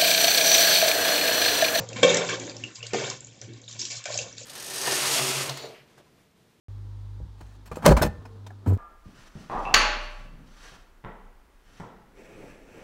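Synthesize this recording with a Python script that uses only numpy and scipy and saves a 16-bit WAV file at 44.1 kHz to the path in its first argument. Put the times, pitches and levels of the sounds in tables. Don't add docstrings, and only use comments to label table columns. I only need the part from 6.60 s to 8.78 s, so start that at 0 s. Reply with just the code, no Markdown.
import sys
import numpy as np
from scipy import signal
from scipy.fft import rfft, irfft
from scipy.io import wavfile
from scipy.ndimage import uniform_filter1d

SR = 44100
rng = np.random.default_rng(int(sys.argv[2]) if len(sys.argv) > 2 else 0)


def to_wav(sig):
    pcm = np.clip(np.atleast_2d(sig), -1, 1) * 32767
    pcm = np.round(pcm).astype(np.int16)
    wavfile.write(sys.argv[1], SR, pcm.T)


def rack_gain(trim_db):
    fader = np.asarray(trim_db, float)
    return 10 ** (fader / 20)


N = 95961
T = np.arange(N) / SR


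def unit(x):
    return x / np.sqrt(np.mean(x ** 2))


def colour(x, table):
    hz, db = np.array(table).T
    f = np.arange(N // 2 + 1) * SR / N + 1
    gain = rack_gain(np.interp(np.log(f), np.log(hz), db))
    return unit(irfft(rfft(x) * gain, N))


def noise(table):
    return colour(rng.standard_normal(N), table)


def tone(hz, start_s=0, turns=0):
    return np.sin(2 * np.pi * (hz * (T - start_s) + turns))


def ring(x, modes):
    out = np.zeros(N)
    for hz, db, t60_s in modes:
        pole = np.exp((2j * np.pi * hz - np.log(1000) / max(t60_s, .005)) / SR)
        out += rack_gain(db) * signal.lfilter([1], [1, -pole], x).imag
    return out


def add_push(x, start_s, db, ms):
    push = np.hanning(max(int(ms * SR / 1000), 1) + 2)[1:-1]
    i = int(start_s * SR)
    x[i:i + len(push)] += rack_gain(db) * push / push.sum()


def struck(blows, modes):
    blow_spread_db = 1.5
    spread = rng.standard_normal((len(blows), len(modes)))
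    out = np.zeros(N)
    for k, mode in enumerate(modes):
        force = np.zeros(N)
        for (s, db, ms), r in zip(blows, spread[:, k]):
            add_push(force, s, db + blow_spread_db * r, ms)
        out += ring(force, [mode])
    return out


def shape(start_s, rise_s, hold_s, t60_s):
    rise = np.clip((T - start_s) / max(rise_s, 1e-4), 0, 1) ** 2
    return rise * rack_gain(-60 * np.maximum(T - start_s - rise_s - hold_s, 0) / t60_s)


def walk(rate_hz):
    k = int(SR / rate_hz)
    return unit(uniform_filter1d(uniform_filter1d(rng.standard_normal(N), k), k))


# time in s, mains line in dB, double line in dB.
HUM_LEVELS = [(.08, -44.5, -39), (0.599, -42.5, -39.5), (.66, -47.5, -46), (1.17, -50, -54.5),
              (1.6, -58.5, -46), (1.69, -51.5, -46.5), (1.831, -64, -42), (2.001, -63, -45.5),
              (2.18, -65.5, -52.5)]
HUM_PHASE_TURNS = (0.21, 0.69)


def compressor():
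    mains_hz, unsteady_db, unsteady_hz = 50, 0.13, 6
    s, *lines = np.array(HUM_LEVELS).T
    out = np.zeros(N)
    for k, db in enumerate(lines):
        level = rack_gain(np.interp(T, s, db) + unsteady_db * walk(unsteady_hz))
        out += np.sqrt(2) * level * tone((k + 1) * mains_hz, turns=HUM_PHASE_TURNS[k])
    return out


# frequency in Hz, density in dB per Hz.
INSIDE_AIR = [(60, -7), (170, 4), (350, -1), (700, -11.5), (900, -5.5), (2500, -21), (3700, -17),
              (16000, -37.5)]
# frequency in Hz, density in dB per Hz.
KITCHEN_AIR = [(80, -8.5), (250, 5.5), (600, -7.5), (1200, -10.5), (2500, -27), (16000, -46)]


def air():
    inside_db, kitchen_db = -59.5, -47.5
    open_s, settle_db, settle_s = 1.32, -13.5, 0.39
    settle = settle_db * (1 - np.exp(-np.maximum(T - open_s, 0) / settle_s))
    inside = noise(INSIDE_AIR) * rack_gain(inside_db + walk(2.1))
    kitchen = noise(KITCHEN_AIR) * rack_gain(kitchen_db + settle + 2 * walk(42))
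    return inside + kitchen * (T > open_s)


# frequency in Hz, level in dB, t60 in s.
LINER_MODES = [(323, -1, 0.027), (365, -7.5, 0.047), (404, -9, 0.09), (504, 3.5, 0.067), (568, -0.5, 0.04),
               (615.4, -8.5, 0.14), (687, -10.5, 0.023), (813, -7.5, 0.2), (941, -2, 0.054),
               (1110, -7, 0.061), (1245, -6.5, 0.073), (1410, -13, 0.049), (480, 1, 0.0034)]
# start in s, level in dB, push in ms.
LINER_KNOCKS = [(.602, -45.5, 1.1), (.808, -52.5, 0.99), (1.1155, -38.5, 0.12), (1.122, -45, 0.49),
                (1.1712, -30, 0.57), (1.2625, -16, 0.48), (1.278, -15.5, 0.5), (1.2905, -13.5, 0.65),
                (1.3, -22.5, 1.6), (1.312, -24, 0.92), (1.322, -19.5, 0.92), (1.369, -35, 0.23),
                (1.377, -33, 0.66), (1.416, -23.5, 0.16), (1.424, -26, 0.23), (1.4365, -20, 1.02),
                (1.451, -26, 0.96), (1.465, -22, 2)]


def liner():
    return rack_gain(-3.5) * struck(LINER_KNOCKS, LINER_MODES)


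# frequency in Hz, level in dB, t60 in s.
CABINET_MODES = [(80.9, -3.5, 0.208), (128.7, -14, 0.18), (157.1, 3, 0.16), (211.6, -4.5, 0.19),
                 (307, 2.5, 0.055)]
# start in s, level in dB, push in ms.
CABINET_JOLTS = [(.606, -40, 4.7), (.65, -45.5, 4), (.81, -47.5, 1), (1.115, -34, 3.8), (1.245, -30, 1.9),
                 (1.3, -9.5, 5.8), (1.33, -12, 12), (1.41, -18.5, 4.3), (1.44, -18.5, 3.17),
                 (1.465, -29, 7.1), (1.5, -29.5, 6.3), (1.575, -35.5, 7.7)]
# frequency in Hz, level in dB, t60 in s.
SWAY_MODES = [(59.6, 4.5, 0.19)]
# start in s, level in dB, push in ms.
SWAY_PUSHES = [
    (.61, -28, 7.4),
    (.674, -50, 11),
    (.82, -41.5, 7.3),
    (1.24, -37, 4.9),
    (1.283, -5, 17.7),
    (1.322, -14.5, 9.5),
    (1.355, -10, 23),
    (1.455, -25.5, 7.4),
]


def cabinet():
    return struck(CABINET_JOLTS, CABINET_MODES) + struck(SWAY_PUSHES, SWAY_MODES)


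def smear(x):
    n, t60_s = SR // 50, .012
    return signal.fftconvolve(x, rng.standard_normal(n) * rack_gain(-60 * T[:n] / t60_s))[:N]


# start in s, rise in ms, hold in ms, hiss in dB, body in dB.
SCRAPE_BURSTS = [(.803, 5, 6.3, -59.5, -50), (0.761, 34, 170, -68.5, -65.5), (1.057, 0.3, 26, -58, -53.5),
                 (1.085, 13, 32, -73, -69), (1.1139, 1.3, 8.6, -55.5, -39), (1.128, 3.9, 25, -63, -58),
                 (1.18, 5, 33, -66, -50), (1.156, 0.3, 3.3, -49, -44), (1.165, 0.83, 2.6, -52, -53),
                 (1.218, 8, 23, -53.5, -35), (1.241, 9, 4.2, -45.5, -30.5), (1.251, 4.9, 12, -29.5, -18),
                 (1.26, 2, 7.1, -26.5, -21), (1.276, 1.8, 7, -28, -20), (1.289, 2, 4, -35.5, -26),
                 (1.297, 8.6, 12, -39.5, -26), (1.316, 2, 5.7, -42, -24.5), (1.366, 1.3, 10, -33.5, -21.5),
                 (1.387, 3, 14, -54, -32), (1.411, 11.2, 12.2, -29.5, -22), (1.442, 4, 23, -44.5, -35.5),
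                 (1.652, 1.05, 7.2, -59, -45), (1.864, 0.89, 8.4, -53, -47.5),
                 (1.904, 0.92, 4.3, -66.5, -50.5), (2.057, 5.7, 8.7, -60, -38), (2.073, 0.95, 15, -56, -51),
                 (2.091, 4.9, 55, -63, -48)]
# frequency in Hz, density in dB per Hz.
HISS_COLOUR = [(900, -28), (1800, 0.5), (2800, -7), (4500, -6.5), (6000, -6.5), (9000, -18), (16000, -22.5)]
# frequency in Hz, density in dB per Hz.
BODY_COLOUR = [(60, -29), (130, -11.5), (220, 1.5), (600, -4), (1200, -13), (2500, -27), (5000, -44.5)]
# start in s, hold in ms, level in dB.
FIZZ_BURSTS = [
    (1.056, 15, -60.5),
    (1.157, 22, -58.5),
    (1.421, 44, -46.5),
    (2.072, 28, -56),
    (2.129, 18, -61),
]
# frequency in Hz, density in dB per Hz.
FIZZ_COLOUR = [(3000, -48.5), (7000, -8.5), (16000, -9.5)]


def scrapes():
    grains_per_s, grain_db, release_t60_s = 9000, 1.5, .055
    hits = rng.random((3, N)) < grains_per_s / SR
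    grains = hits * rack_gain(grain_db * rng.exponential(size=(3, N))) * rng.standard_normal((3, N))
    patchy = rack_gain(1.2 * walk(200))
    hiss_grains, body_grains, fizz_grains = [smear(g) for g in grains]

    hiss_level, body_level, fizz_level = np.zeros((3, N))
    for s, rise_ms, hold_ms, hiss_db, body_db in SCRAPE_BURSTS:
        burst = shape(s, rise_ms / 1000, hold_ms / 1000, release_t60_s)
        hiss_level += rack_gain(hiss_db) * burst
        body_level += rack_gain(body_db) * burst
    for s, hold_ms, db in FIZZ_BURSTS:
        fizz_level += rack_gain(db) * shape(s, 0.0012, hold_ms / 1000, release_t60_s)

    bright = colour(hiss_grains, HISS_COLOUR) * hiss_level + colour(fizz_grains, FIZZ_COLOUR) * fizz_level
    body = colour(body_grains, BODY_COLOUR) * body_level
    snap = noise([(1000, -20), (5500, 0), (16000, -12)])
    crack = rack_gain(-14.5) * shape(1.2612, 0.00019, .0028, .016) * snap
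    return bright * patchy + body + crack


# frequency in Hz, level in dB, t60 in s.
GLASS_MODES = [(1752, -17, .5), (1788, -9, .4), (3420, -8, .07), (3620, -8, .13), (5276, -2, .06),
               (5345, -17, .3), (8200, -1, .02), (9954, -6, .06), (14090, 4, .03), (13300, -2, .02)]
# start in s, level in dB, push in ms.
GLASS_CLINKS = [
    (1.4212, -28, .02),
    (1.431, -37, .06),
    (1.445, -38, .12),
    (1.467, -42, .3),
]
# start in s, level in dB, frequency in Hz, t60 in s.
CAP_TICKS = [(1.158, -45, 7300, 0.014), (1.169, -46, 7640, 0.022), (1.656, -47, 2450, 0.037),
             (1.655, -53.5, 5160, 0.046), (1.906, -38, 745, 0.034), (1.904, -44, 1700, 0.032),
             (1.908, -51.5, 1197, 0.025), (1.865, -50, 3204, 0.036), (1.865, -54, 3660, 0.068),
             (1.865, -50.5, 5150, 0.029), (1.865, -55, 5920, 0.033), (1.866, -64, 7830, 0.044),
             (1.866, -65, 9900, 0.06), (1.059, -56, 5370, 0.039), (1.115, -43.5, 2400, 0.036),
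             (1.114, -72, 9600, 0.026), (1.368, -37, 6060, .05), (1.369, -39.5, 3510, 0.061),
             (2.063, -33.5, 957, 0.048), (2.076, -51, 7960, 0.027), (1.296, -37, 4370, 0.079),
             (1.307, -32, 4350, 0.077), (1.416, -17.5, 1538, 0.018)]


def bottles():
    out = struck(GLASS_CLINKS, GLASS_MODES) * rack_gain(2.5 * walk(250))
    for s, db, hz, t60_s in CAP_TICKS:
        out += rack_gain(db + 2.6 * walk(260)) * shape(s, 0.0014, 0, t60_s) * tone(hz)
    return out


# start in s, level in dB, frequency in Hz, hold in ms, t60 in s.
PANEL_RINGS = [(1.2615, -6.5, 565, 4.2, .04), (1.276, -7.5, 615, 7, .05), (1.3095, -9, 394, 4.8, 0.017),
               (1.271, -14, 165, 29, 0.033), (1.185, -41, 160, 30, .06), (1.4235, -14, 620, 3, 0.052),
               (1.314, -8, 559, 6.8, 0.024), (1.261, -22.5, 2116, 6, .07), (1.255, -19.5, 1090, 10, .05),
               (1.318, -19.5, 960, 7, 0.039), (1.368, -22, 1020, 8.6, 0.022), (1.369, -27.5, 635, 11, 0.11),
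               (1.368, -30, 2300, 5.4, 0.03), (1.115, -34, 1190, 5, 0.027), (1.116, -37, 495, 5.9, 0.028)]


def panel():
    out = np.zeros(N)
    for s, db, hz, hold_ms, t60_s in PANEL_RINGS:
        level = rack_gain(db + 0.73 * walk(150))
        out += level * shape(s, 0.0013, hold_ms / 1000, t60_s) * tone(hz, s)
    return out


# start in s, hold in s, frequency in Hz, level in dB.
HINGE_GROANS = [
    (1.51, .07, 481, -50),
    (1.62, .16, 452, -56),
    (1.59, .13, 1062, -61),
    (1.64, .09, 222, -56),
]


def hinge():
    out = np.zeros(N)
    for s, hold_s, hz, db in HINGE_GROANS:
        level = rack_gain(db + 2 * walk(45))
        wavering_hz = hz * (1 + .004 * walk(23))
        groan = np.sin(2 * np.pi * np.cumsum(wavering_hz) / SR)
        out += level * shape(s, 0.011, hold_s, 0.12) * groan
    return out


# frequency in Hz, level in dB, t60 in s.
STOP_MODES = [(228.8, 6, 0.075), (304, 3, 0.044), (399.5, -1, 0.083), (473, -0.5, 0.059), (620, -9, 0.045),
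              (979, -10, 0.064), (1290, -19, .1)]
# start in s, level in dB, push in ms.
STOP_BLOWS = [
    (2.063, -35, 0.95),
    (2.069, -35, 0.32),
    (2.082, -30, 0.8),
    (2.104, -32.5, 0.53),
    (2.111, -32, 0.5),
    (2.123, -30, 1),
    (2.141, -44, 0.94),
    (2.168, -40.5, 0.68),
]


def stop():
    shudder_s, chatter_s = 2.069, 2.061
    shudder = shape(shudder_s, 0.0083, 0.063, 0.11) * tone(95.2, shudder_s, 0.59)
    chatter = shape(chatter_s, .013, 0, 0.027) * tone(252, chatter_s, 0.38)
    return rack_gain(-14) * shudder + rack_gain(-17.5) * chatter + struck(STOP_BLOWS, STOP_MODES)


def cabinet_tail(near):
    tail_db, t60_s, n = -21.5, 0.32, SR // 2
    tail = rng.standard_normal(n) * rack_gain(-60 * T[:n] / t60_s)
    tail = signal.lfilter([1], [1, -.6], tail)
    tail /= np.sqrt(np.sum(tail ** 2))
    return rack_gain(tail_db) * signal.fftconvolve(near, tail)[:N]


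def scene():
    near = liner() + scrapes() + panel()
    near = near + cabinet_tail(near)
    return (near + bottles() + cabinet() + compressor() + air() + hinge() + stop())[None]


def roll_off(x):
    return signal.sosfilt(signal.butter(12, 16470, fs=SR, output="sos"), x)


def record(dry):
    mic_hz, top_hz, start_s, fade_s = 36.5, 15800, .0838, 0.00022
    x = signal.sosfilt(signal.butter(4, mic_hz, "high", fs=SR, output="sos"), dry)
    x = np.tanh(.9 * x) / .9
    x = signal.sosfilt(signal.ellip(8, .2, 70, top_hz, fs=SR, output="sos"), x)
    return roll_off(x * np.clip((T - start_s) / fade_s, 0, 1))


dry = scene()
out = record(dry)
to_wav(out)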